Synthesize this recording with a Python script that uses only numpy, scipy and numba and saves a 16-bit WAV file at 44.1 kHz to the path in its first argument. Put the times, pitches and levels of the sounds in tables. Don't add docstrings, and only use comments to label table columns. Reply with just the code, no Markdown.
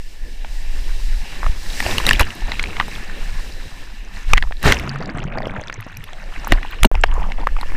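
import sys
import numpy as np
from scipy import signal
from scipy.fft import rfft, irfft, next_fast_len
from scipy.io import wavfile
from scipy.ndimage import uniform_filter1d
from numba import njit

SR = 44100
rng = np.random.default_rng(int(sys.argv[2]) if len(sys.argv) > 2 else 0)


def natural_amplitude(level_db):
    exponent = np.asarray(level_db, float) / 20
    return 10 ** exponent


def unload_wav(signal):
    wavfile.write(
        sys.argv[1],
        SR,
        np.round(np.clip(np.atleast_2d(signal).T, -1, 1) * 32767).astype(np.int16),
    )


N = 342216


def unit(x):
    return x / np.sqrt(np.mean(x ** 2))


def colour(x, points):
    hz, db = np.transpose(points)
    size = next_fast_len(N)
    f = np.arange(size // 2 + 1) * SR / size + 1
    gain = natural_amplitude(np.interp(np.log(f), np.log(hz), db))
    return unit(irfft(rfft(x, size) * gain, size)[:N])


def resonate(x, hz, width):
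    b, a = signal.iirpeak(min(hz, .45 * SR), hz / width, fs=SR)
    return signal.lfilter(b, a, x)


def walk(rate):
    hold = int(SR / rate)
    steps = np.repeat(rng.standard_normal(1000), hold)[:N]
    slewed = uniform_filter1d(uniform_filter1d(steps, hold), hold)
    return np.clip(1.3 * slewed, -2, 2)


def bell(t, s, width):
    return np.exp(-((t - s) / width) ** 2)


def add(out, at_s, sound):
    i = int(at_s * SR)
    out[i:i + len(sound)] += sound[:N - i]


@njit
def ring(start, hz, cycles, size, glide, count):
    out = np.zeros(count)
    for k in range(len(start)):
        length = cycles * SR / hz[k]
        phase = 0.
        for i in range(min(int(5 * length), count - start[k])):
            phase += 2 * np.pi * hz[k] / SR * (1 + glide * i / length)
            swell = 1 - np.exp(-phase / 4)
            out[start[k] + i] += size[k] * swell * np.exp(-i / length) * np.sin(phase)
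    return out


def bubbles(count, usual_hz, octaves, cycles, glide, scatter_db):
    when, big, low, high = rng.random((count, 4)).T
    start = (when * N).astype(np.int64)
    hz = (usual_hz * np.ones(N))[start] * 2 ** (octaves * (low + high - 1))
    size = natural_amplitude(-scatter_db * np.log(1 - .98 * big))
    shower = ring(start, hz, float(cycles), size, float(glide), N)
    return shower / np.sqrt(uniform_filter1d(shower ** 2, size=11000) + 1e-9)


# (time [s], step [full scale], negative = sucked out)
FILM_FLIPS = [
    (1.468, .3),
    (1.498, -.4),
    (2.21, .35),
    (4.369, -.35),
    (6.834, -.45),
    (6.8515, .6),
    (4.66, -.25),
]
FLIP_S, SETTLE_S = .0025, .014


def flips(t):
    return sum(step * np.tanh((t - s) / FLIP_S) * bell(t, s, SETTLE_S) for s, step in FILM_FLIPS)


# (frequency [Hz], level per Hz [dB])
HEAVE_COLOUR = [(1.5, -19), (4, 12), (8, -6), (15, 6.5), (28, 5), (45, -11.5), (70, -20), (120, -77)]
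# (time [s], level [dB])
SWELL_LEVEL = [(0.0, -32), (.7, -15.5), (1.15, -13), (1.3, -27), (2.0, -19), (2.35, -39.5), (3.33, -17),
               (3.7, -29), (4.2, -26.5), (4.55, -21), (4.84, -33.5), (5.32, -25), (5.88, -37.5),
               (6.42, -21), (6.8, -25.5), (7.3, -17), (7.76, -14.5)]
# (peak time [s], half width [s], level [dB])
HOUSING_JOLTS = [(0.05, 0.036, -30), (.24, 0.03, -26), (1.16, 0.027, -19), (1.48, 0.098, -21),
                 (1.69, 0.023, -21), (2.1, 0.068, -17.5), (2.214, 0.051, -13), (2.451, 0.037, -16.5),
                 (2.63, 0.099, -22), (2.811, 0.033, -21.5), (4.34, 0.051, -4.5), (4.47, 0.04, -15),
                 (4.7, 0.029, -15), (6.548, 0.028, -8), (6.847, 0.025, -6.5), (6.95, 0.055, -11.5),
                 (7.13, 0.12, -15), (7.52, 0.054, -21), (7.71, 0.022, -15)]
JOLT_HZ, JOLT_KNOCK_DB = 44.8, -11.5
OPENING_PUSH, OPENING_S = 0.15, 0.014


def heave(t):
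    swing = colour(rng.standard_normal(N), HEAVE_COLOUR)
    power = uniform_filter1d(uniform_filter1d(swing ** 2, size=5000), size=5000)
    swing = swing / np.sqrt(power + .05)
    knock = unit(resonate(resonate(rng.standard_normal(N), JOLT_HZ, 36), JOLT_HZ, 36))
    jolts = sum(natural_amplitude(db) * bell(t, s, width) for s, width, db in HOUSING_JOLTS)
    swell = natural_amplitude(np.interp(t, *np.transpose(SWELL_LEVEL)))
    push = (swell + jolts) * swing + natural_amplitude(JOLT_KNOCK_DB) * jolts * knock
    push = push + OPENING_PUSH * bell(t, 0, OPENING_S) + flips(t)
    return .95 * np.tanh(push / .95)


# (start time [s], gap [s], level [dB], crack level [dB])
WHITE_WATER = [
    (2.065, 0.0018, -15, -22),
    (2.193, 0.0028, -18.5, -27),
    (4.652, .006, -11.5, -38),
]
LUMP_HZ, LUMP_OCTAVES, LUMP_SCATTER_DB = 1700, 0.76, -0.5


def lumps():
    rows = []
    for start, gap, db, crack_db in WHITE_WATER:
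        scatter = np.clip(rng.standard_normal((12, 3)), -2, 2)
        for k, (late, size, tone) in enumerate(scatter):
            s = start + gap * (k + 0.33 * late)
            lift_db = LUMP_SCATTER_DB * size
            hz = LUMP_HZ * 2 ** (LUMP_OCTAVES * tone)
            rows.append((s, db + lift_db, hz, crack_db + lift_db))
    return rows


# (time [s], peak level [dB], ring [Hz], crack level [dB])
RIDING_BLOWS = [(0.447, -24, 1500, -50), (1.431, -10.5, 1170, -40), (1.4435, -17, 1230, -40),
                (1.4642, -6, 1210, -38), (1.803, -3.5, 1910, -18), (1.864, -9, 680, -31),
                (1.982, -2.5, 2860, -11.5), (2.001, -13, 1040, -22), (2.052, -18, 1760, -30),
                (2.066, -1.5, 3800, -6.5), (2.088, -8, 1760, -12), (2.091, 4, 2770, -6),
                (2.11, 4, 1760, -15), (2.132, -1.5, 2900, -10), (2.198, -2, 2510, -9),
                (2.209, -12.5, 870, -6.5), (2.217, -28, 647, -39), (2.23, -23, 1480, -40),
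                (2.195, -3, 1810, -7), (2.305, -16, 2800, -51), (2.519, -9, 1990, -40),
                (2.595, -5, 2140, -41), (2.626, -20, 1700, -36), (2.639, -10, 2170, -40),
                (2.767, -15.5, 2120, -44), (2.799, -3.5, 1950, -39), (2.8005, -4, 1110, -41),
                (2.81, -7, 1240, -41), (2.881, -26, 1664, -28)]
# (time [s], peak level [dB], ring [Hz], crack level [dB])
TUMBLING_BLOWS = [(4.334, 10.5, 1207, -13), (4.373, -4, 1940, -36), (4.378, 1, 1980, -37),
                  (4.425, -6, 1790, -48), (4.437, -15.5, 1060, -49), (4.509, -17, 756, -58),
                  (4.523, -17, 1800, -56), (4.629, -16, 1730, -13), (4.641, -11, 1210, -31),
                  (4.658, -2, 1460, -30), (4.722, 3.5, 2070, -7), (4.797, -14, 2080, -25),
                  (4.876, -16, 1330, -50), (4.959, -12, 1290, -51), (5.184, -20, 2070, -55),
                  (5.323, -40, 2380, -64), (5.374, -13.5, 700, -57), (5.404, -13.5, 735, -62),
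                  (5.47, -9.5, 527, -62), (5.538, -17.5, 830, -62), (5.565, -18, 1330, -62),
                  (5.682, -20.5, 3550, -55), (5.698, -11, 1420, -58), (5.727, -17, 1810, -51),
                  (5.802, -24, 1960, -46), (5.866, -14.5, 338, -62), (5.921, -27, 1000, -41),
                  (6.04, -22.5, 3500, -46)]
# (time [s], peak level [dB], ring [Hz], crack level [dB])
SURFACING_BLOWS = [(6.472, -11.5, 920, -26), (6.521, 4, 1855, -11), (6.5225, -11, 706, -40),
                   (6.527, -17, 2190, -42), (6.63, -16.5, 1970, -51), (6.649, -15.5, 890, -51),
                   (6.833, -1, 2250, -2.5), (6.846, 1, 930, -26), (6.8493, 0.5, 2830, -6),
                   (6.8535, -11, 980, -9), (6.914, -10, 596, -24), (6.945, -16.5, 830, -49),
                   (6.953, -14, 810, -40), (7.038, 4.5, 1600, -37), (7.0395, 0.5, 720, -45),
                   (7.199, -29, 940, -42), (7.32, -15, 2200, -48), (7.385, -18, 664, -47),
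                   (7.414, -24, 713, -48), (7.437, -22, 850, -50), (7.471, -1, 1146, -51),
                   (7.566, -13.5, 1200, -54), (7.611, -22, 865, -26), (7.631, -14.5, 1070, -44),
                   (7.72, -18, 1100, -38)]
SLAP_MS, SLAP_SCATTER = 2.83, 0.26


def slaps():
    out, t = np.zeros(N), np.arange(int(.06 * SR)) / SR
    high = signal.butter(2, [3800, 13500], "band", fs=SR, output="sos")
    for s, db, hz, crack_db in list(RIDING_BLOWS) + list(TUMBLING_BLOWS) + list(SURFACING_BLOWS) + lumps():
        ms = SLAP_MS * 2 ** (SLAP_SCATTER * (2 * rng.random() - 1))
        shake, spit, drift = rng.standard_normal((3, len(t)))
        u = t / (np.clip(ms, .8, 12) / 3000)
        push = u ** 1.01 * np.exp(1 - u) / 2
        run_off = 0.064 * (1 - np.exp(-u)) * np.exp(-t / 0.0066)
        mode = np.sqrt(2) * np.sin(2 * np.pi * hz * t + 0.052 * np.cumsum(drift))
        neighbours = signal.butter(3, [0.37 * hz, min(1.75 * hz, 4400)], "band", fs=SR, output="sos")
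        rattle = unit(signal.sosfilt(neighbours, shake))
        blow = natural_amplitude(db + 1.63) * (0.66 * push * mode + 0.46 * (push + 1.1 * run_off) * rattle)
        crack = natural_amplitude(crack_db + 2) * push ** 1.5 * signal.sosfilt(high, spit)
        thud = natural_amplitude(min(db, 0) - 18.0) * np.exp(-t / 0.0018) * np.sin(2 * np.pi * 300 * t)
        add(out, s - .0004, blow + crack + thud)
    return out


# (peak time [s], rise [s], fall [s], level [dB],
# brightness [dB], which lifts spray and lowers slosh)
THROWN_WATER = [(.45, 0.22, 0.16, -48.5, -4), (1.47, 0.21, 0.044, -40.5, 2.5),
                (1.76, 0.17, 0.06, -54.5, 25.5), (1.9, 0.12, 0.098, -28.5, 3.5),
                (2.1, 0.071, 0.093, -28, -1), (2.206, 0.0062, 0.014, -15.5, -0.5),
                (2.81, 0.046, 0.022, -47, -6), (3.35, 0.022, 0.062, -47, -3),
                (4.17, 0.038, 0.084, -40.5, 5), (4.31, 0.034, 0.042, -36.5, 5),
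                (4.669, 0.028, 0.062, -14.5, 0), (5.47, 0.026, 0.053, -69, -18),
                (6.525, 0.025, 0.016, -32.5, -7), (6.855, 0.0026, 0.0065, -31.5, -21),
                (7.22, 0.032, 0.11, -65.5, -22), (7.4, 0.016, 0.027, -40.5, -8),
                (7.76, 0.028, .03, -59, -18)]


def surges(t, lean):
    gain = 0
    for s, rise, fall, db, bright_db in THROWN_WATER:
        gain = gain + natural_amplitude(db + lean * bright_db) * bell(t, s, np.where(t < s, rise, fall))
    return gain


# (frequency [Hz], width [Hz], level [dB])
HOUSING_MODES = [(780, 133, 2), (1760, 70, 11), (2685, 140, 5), (3994, 157, 3.5), (2340, 180, 1.5)]
FLICKER_DB = 2


def wash(share, bubble_hz, depth):
    t = np.arange(N) / SR
    foam = rng.standard_normal(N)
    hiss = np.zeros(N)
    for k, (hz, width, db) in enumerate(HOUSING_MODES):
        flicker = natural_amplitude(db + FLICKER_DB * walk(13))
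        hiss += (-1) ** k * flicker * resonate(foam, hz, 2.0 * width)
    hiss = signal.sosfilt(signal.butter(4, 4600, fs=SR, output="sos"), hiss)
    stilled = depth * (np.abs(t - 6.2) > .6)
    hiss = hiss - .8 * stilled * resonate(hiss, 3920, 900)
    plops = bubbles(count=7000, usual_hz=bubble_hz, octaves=1.2, cycles=1.86, glide=.03, scatter_db=3.5)
    blips = bubbles(count=9000, usual_hz=1800, octaves=1.1, cycles=4.0, glide=0.05, scatter_db=6.5)
    swarm = unit(natural_amplitude(3.5 * walk(55)) * (plops + 1.37 * depth * blips))
    water = (1 - share) * unit(hiss) + np.sqrt(share * (2 - share)) * swarm
    return water - .9 * (1 - share) ** 2 * resonate(water, 1250, 500)


# (frequency [Hz], level per Hz [dB])
SLOSH_COLOUR = [(50, 3.5), (70, 8.5), (140, -7.5), (300, -5), (600, -8.5), (1000, -50)]


def slosh(share):
    rumble = natural_amplitude(4.5 * walk(25)) * colour(rng.standard_normal(N), SLOSH_COLOUR)
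    glugs = bubbles(count=1200, usual_hz=188.7, octaves=1.6, cycles=2.22, glide=0.081, scatter_db=2.0)
    return np.sqrt(1 - share) * unit(rumble) + np.sqrt(share) * glugs


# (frequency [Hz], level per Hz [dB])
SPRAY_COLOUR = [(2590, -10.5), (4350, 0), (5100, 2), (6600, -4.5), (8000, -4.5), (9800, -10.5),
                (14600, -14), (15500, -18)]
CRACKLE = 1.7


def spray(share):
    fizz = natural_amplitude(1.8 * walk(14)) * rng.standard_normal(N)
    crackle = bubbles(count=2000, usual_hz=7500, octaves=0.97, cycles=3.5, glide=0, scatter_db=4.0)
    far = (1 - share) ** 1.98 * colour(fizz, SPRAY_COLOUR)
    near = share ** 2 * colour(crackle, [(3000, -6.0), (4500, 13.0), (15000, -13.0)])
    return far + CRACKLE * near


# (middle time [s], half width [s], bubble [Hz], level [dB])
BUBBLE_TRAINS = [(4.37, 0.021, 2030, -30.5), (2.213, 0.011, 154, -18), (6.526, 0.0026, 191, -5.5),
                 (5.101, 0.075, 201, -36.5), (5.24, 0.061, 154, -34), (5.42, 0.096, 684, -34.5),
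                 (5.57, 0.058, 754, -41), (5.989, 0.052, 109, -36), (6.2, 0.14, 650, -44.5),
                 (6.44, 0.026, 695, -36), (6.56, 0.01, 676, -33), (7.18, 0.074, 984, -31),
                 (7.29, 0.064, 890, -40), (7.42, 0.024, 815, -34), (7.61, .05, 1040, -47)]


def gurgles(t):
    gains = np.array([natural_amplitude(db) * bell(t, s, width) for s, width, _, db in BUBBLE_TRAINS])
    hz = np.array(BUBBLE_TRAINS)[gains.argmax(axis=0), 2]
    stream = bubbles(count=6000, usual_hz=hz, octaves=0.53, cycles=2.2, glide=0.017, scatter_db=6.5)
    return gains.sum(axis=0) * stream


# (time [s], peak level [dB], pitch [Hz])
SHELL_DROPLETS = [(1.662, -24.5, 1830), (1.703, -20.5, 3740), (1.733, -24, 3960), (1.767, -26, 1900),
                  (1.826, -17, 2170), (1.827, -17, 900), (1.865, -11.5, 2620), (1.891, -18, 680),
                  (1.912, -14.5, 3560), (1.95, -21, 1000), (2.007, -20, 2110), (2.053, -14, 2700),
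                  (2.076, -13, 2050), (2.103, -16, 7500), (2.146, -18, 2420), (2.152, -12, 2330),
                  (2.161, -17, 3330), (2.231, -11.5, 2880), (2.244, -19, 2720), (2.269, -20, 1670),
                  (2.288, -27, 1280), (2.406, -28, 2780), (2.519, -13, 3870), (2.542, -21, 2700),
                  (2.555, -22, 2500), (2.628, -21, 4200), (2.659, -18, 2400), (2.672, -24, 2580),
                  (2.694, -32, 2680), (2.707, -23, 2640), (2.731, -23, 2200), (2.769, -19.5, 1230),
                  (2.827, -23, 1890), (2.882, -22, 875), (2.916, -25, 2450), (2.934, -26, 2450),
                  (2.954, -22.5, 3400), (2.962, -23, 2500), (3.098, -21, 1640), (4.05, -37, 6000),
                  (4.14, -35, 3300), (4.335, 7, 2360), (4.349, -25, 1880), (4.363, -28, 2190),
                  (4.45, -28, 895), (4.461, -38, 1210), (4.473, -29, 1100), (4.57, -29.5, 3950),
                  (6.536, -21, 2750), (6.535, -20, 4260), (6.56, -28, 800), (6.713, -32, 4030),
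                  (6.733, -25, 2210), (6.868, -32, 6360), (6.938, -41, 7500), (6.953, -14.5, 2500),
                  (6.954, -29, 5230), (7.068, -37, 4800), (7.115, -24, 2870), (7.232, -28, 2880)]
# (time [s], peak level [dB], pitch [Hz])
PORT_PINCHES = [(4.77, -14.5, 2550), (4.789, -22.5, 5300), (4.862, -32, 1450), (4.894, -27, 2870),
                (6.325, -29, 1350), (4.989, -41, 4860), (5.003, -18, 423), (5.026, -28, 4500),
                (5.071, -21, 600), (5.08, -14, 212), (5.093, -22, 2110), (5.1, -29, 4570),
                (5.12, -34, 1020), (5.147, -8.5, 135), (5.161, -34, 2960), (6.34, -29, 3020),
                (5.195, -9, 151), (5.204, -23, 2740), (5.23, -33, 740), (5.231, -35, 3940),
                (5.252, -6.5, 120), (5.282, -26, 552), (5.285, -30, 2640), (5.324, -22.5, 2220),
                (5.341, -29, 2370), (5.356, -19, 870), (5.374, -19.5, 1730), (5.382, -15.5, 734),
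                (5.385, -24, 4640), (5.387, -22, 1910), (5.421, -19.5, 1880), (5.422, -35, 4540),
                (5.431, -31, 3520), (5.457, -26, 2750), (5.497, -27, 2100), (5.509, -32, 3400),
                (5.516, -29, 1400), (6.134, -31, 2250), (5.58, -15.5, 168), (5.595, -24, 620),
                (5.598, -28, 2320), (5.616, -19.5, 563), (5.638, -31, 4500), (5.638, -25, 1700),
                (5.673, -29, 2500), (6.131, -26, 720), (5.727, -32, 4820), (5.727, -38, 6360),
                (5.779, -28, 401), (5.827, -26, 2510), (5.827, -41, 4130), (5.888, -41, 5500),
                (5.899, -28.5, 1510), (5.951, -39, 4400), (5.97, -27, 2420), (5.9713, -28.5, 5750),
                (6.008, -30, 1960), (6.085, -36, 3520), (6.133, -28, 3300)]
# (time [s], peak level [dB], pitch [Hz])
RUN_OFF_TRICKLES = [(0.003, -44, 560), (7.091, -29, 1770), (7.113, -41, 894), (7.138, -30, 490),
                    (7.138, -37, 565), (7.155, -30, 729), (7.164, -23, 891), (7.179, -16.5, 460),
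                    (7.199, -24, 1000), (7.224, -27, 961), (7.244, -30, 1070), (7.269, -28, 643),
                    (7.289, -24, 590), (7.304, -23, 820), (7.357, -35, 560), (7.394, -25, 1170),
                    (7.404, -28, 560), (7.424, -29, 848), (7.489, -23, 1720), (7.524, -31, 600),
                    (7.587, -20, 820), (7.631, -28, 1237), (7.659, -28, 537), (7.693, -41, 528),
                    (7.739, -32, 840)]
# (time [s], peak level [dB], pitch [Hz])
SHELL_OVERTONES = [(0.447, -21.5, 855), (0.447, -27, 2290), (0.4477, -32, 3200), (1.431, -31, 2400),
                   (1.465, -19, 1770), (1.465, -19, 590), (2.092, -5, 4630), (2.111, -19, 3300),
                   (2.199, -24, 4400), (2.213, -19, 5200), (4.656, 2, 160), (4.668, -6, 110),
                   (4.723, -4.5, 3040), (4.724, -4.5, 1460), (5.586, -9, 79.5), (6.522, -17, 3520),
                   (6.523, -14, 1180), (6.85, -4, 576), (6.832, -9, 1250), (6.833, -4.5, 3200),
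                   (7.037, -2.5, 2650), (7.472, -20, 2350), (7.473, -18, 660), (7.567, -25, 2300),
                   (7.589, -25, 2370), (7.613, -22, 4020), (7.614, -25, 1900), (7.635, -26, 1890),
                   (7.72, -32, 2100)]
PLINK_CYCLES, PLINK_HZ, PLINK_GLIDE, PLINK_DB = 1.56, 1000, 0.0082, 5.5


def plinks():
    out = np.zeros(N)
    rings = list(SHELL_DROPLETS) + list(PORT_PINCHES) + list(RUN_OFF_TRICKLES) + list(SHELL_OVERTONES)
    for s, db, hz in rings:
        cycles = PLINK_CYCLES * (hz / PLINK_HZ) ** 0.59
        size = natural_amplitude([db + PLINK_DB])
        plink = ring(np.array([0]), np.array([float(hz)]), cycles, size, PLINK_GLIDE, 2000)
        add(out, s - .0005, plink)
    return out


# (time [s], peak level [dB], pitch [Hz])
MEMBRANE_TICKS = [(2.3515, -9.5, 12200), (2.629, 2.5, 7650), (4.3348, 5, 4470), (4.628, -7, 4980),
                  (4.6804, 13, 4960), (4.723, 12, 5850), (4.78, -4, 6400), (4.893, 6, 4700),
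                  (5.0054, -6, 4530), (5.058, 3.5, 4770), (5.174, -14, 7900), (5.192, -17, 7110),
                  (5.239, -9, 6240), (5.383, -32, 6500), (5.474, -8.5, 5230), (5.5085, -25, 8650),
                  (5.612, -9, 6800), (5.6727, -12, 5930), (5.741, -2.5, 5950), (5.8073, -15, 12000),
                  (5.971, -6, 13300), (5.455, 2.5, 3330), (6.041, -12, 10900), (6.132, -9, 5800),
                  (6.447, -1, 6000), (6.478, -6, 14200), (6.7094, -13, 14700), (6.8327, 13.5, 6500),
                  (7.013, -5, 7850), (7.14, -5, 7660)]


def ticks():
    out, t = np.zeros(N), np.arange(int(.01 * SR)) / SR
    for s, db, hz in MEMBRANE_TICKS:
        burst = (t / 0.00091) ** 2 * np.exp(1 - t / 0.0003) * rng.standard_normal(len(t))
        tick = resonate(resonate(burst, hz, 0.28 * hz), hz, 0.28 * hz)
        add(out, s, natural_amplitude(db + 2.5) * tick)
    return out


# (time [s], pitch [Hz], level [dB])
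AIR_POCKETS = [
    [(4.79, 135, -49), (4.806, 133, -30.5), (4.98, 139, -28), (5.05, 196, -37)],
    [(5.77, 105, -50), (5.79, 110, -26.5), (5.84, 105, -46)],
]


def pockets():
    out = np.zeros(N)
    for s, hz, db in map(np.transpose, AIR_POCKETS):
        t = np.arange(s[0], s[-1], 1 / SR)
        phase = 2 * np.pi * np.cumsum(np.interp(t, s, hz)) / SR
        level = np.sqrt(2) * natural_amplitude(np.interp(t, s, db))
        add(out, s[0], level * signal.windows.tukey(len(t), .3) * np.sin(phase))
    return out


WHINE_HZ, WHINE_DB = 11950, -76
DROPOUT_START_S, DROPOUT_END_S = 6.8735, 6.9150


def whine(t, depth):
    tone = resonate(resonate(rng.standard_normal(N), WHINE_HZ, 60), WHINE_HZ, 90)
    return (1 - depth * (t < DROPOUT_END_S)) * natural_amplitude(WHINE_DB) * unit(tone)


# (time [s], depth [0-1])
PORT_DEPTH = [
    (4.6, 0),
    (4.75, 0.58),
    (5.75, 0.97),
    (6.1, 0.99),
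]
# (time [s], foam level [dB], wetness of the port [0-1])
SEA_STATE = [(0.0, -48.5, 0.12), (.4, -51, 0.13), (.75, -40, 0.22), (1.55, -40.5, 0.25), (2.3, -33, 0.37),
             (2.9, -34, 0.36), (3.72, -39, 0.3), (4.25, -45.5, 0.37), (4.56, -46, 0.26), (4.8, -32.5, 0.49),
             (5.34, -37.5, 1), (5.62, -40, 0.75), (6.07, -46, 0.35), (6.4, -38, 0.41), (7.04, -42.5, 0.41),
             (7.16, -39.5, 0.43), (7.33, -45.5, 0.35), (7.76, -39, 0.3)]
SPRAY_DB, SPRAY_LOSS_DB = 2, -38
SLOSH_DB, SLOSH_SUNK_DB = -3, 12
SURFACES_S, DRAINED_DB = 5.6, -10
DRY_BUBBLE_HZ, SOAKED_OCTAVES = 2250, -1.736
SURGE_SPRAY_DB = -4.5


def scene():
    t = np.arange(N) / SR
    s, foam_db, wet = np.transpose(SEA_STATE)
    foam_db, wet = np.interp(t, s, foam_db), np.clip(np.interp(t, s, wet), 0, 1)
    depth = np.clip(np.interp(t, *np.transpose(PORT_DEPTH)), 0, 1)
    slosh_db = foam_db + SLOSH_DB + SLOSH_SUNK_DB * depth ** 2 + DRAINED_DB * (t > SURFACES_S)
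    low = (natural_amplitude(slosh_db) + surges(t, -1.34)) * slosh(wet)
    bubble_hz = DRY_BUBBLE_HZ * 2 ** (SOAKED_OCTAVES * wet)
    middle = (natural_amplitude(foam_db) + surges(t, 0)) * wash(wet, bubble_hz, depth)
    spray_db = foam_db + SPRAY_DB + SPRAY_LOSS_DB * wet ** 1.77
    high = (natural_amplitude(spray_db) + natural_amplitude(SURGE_SPRAY_DB) * surges(t, 1)) * spray(wet)
    surf = low + middle + high
    close = slaps() + gurgles(t) + plinks() + ticks() + pockets()
    return (heave(t) + surf + close + whine(t, depth))[None]


def band_limit(x):
    return signal.sosfilt(signal.butter(12, 16520, fs=SR, output="sos"), x)


TOP_HZ = 15350


def record(dry):
    t = np.arange(N) / SR
    before, after = (DROPOUT_START_S - t) / .002, (t - DROPOUT_END_S) / .0002
    alive = np.clip(np.maximum(before, after), 0, 1)
    shelf = signal.ellip(6, .3, 22, TOP_HZ, fs=SR, output="sos")
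    mix = signal.sosfilt(shelf, np.clip(dry, -.95, .95) * alive)
    return band_limit(mix)


dry = scene()
out = record(dry)
unload_wav(out)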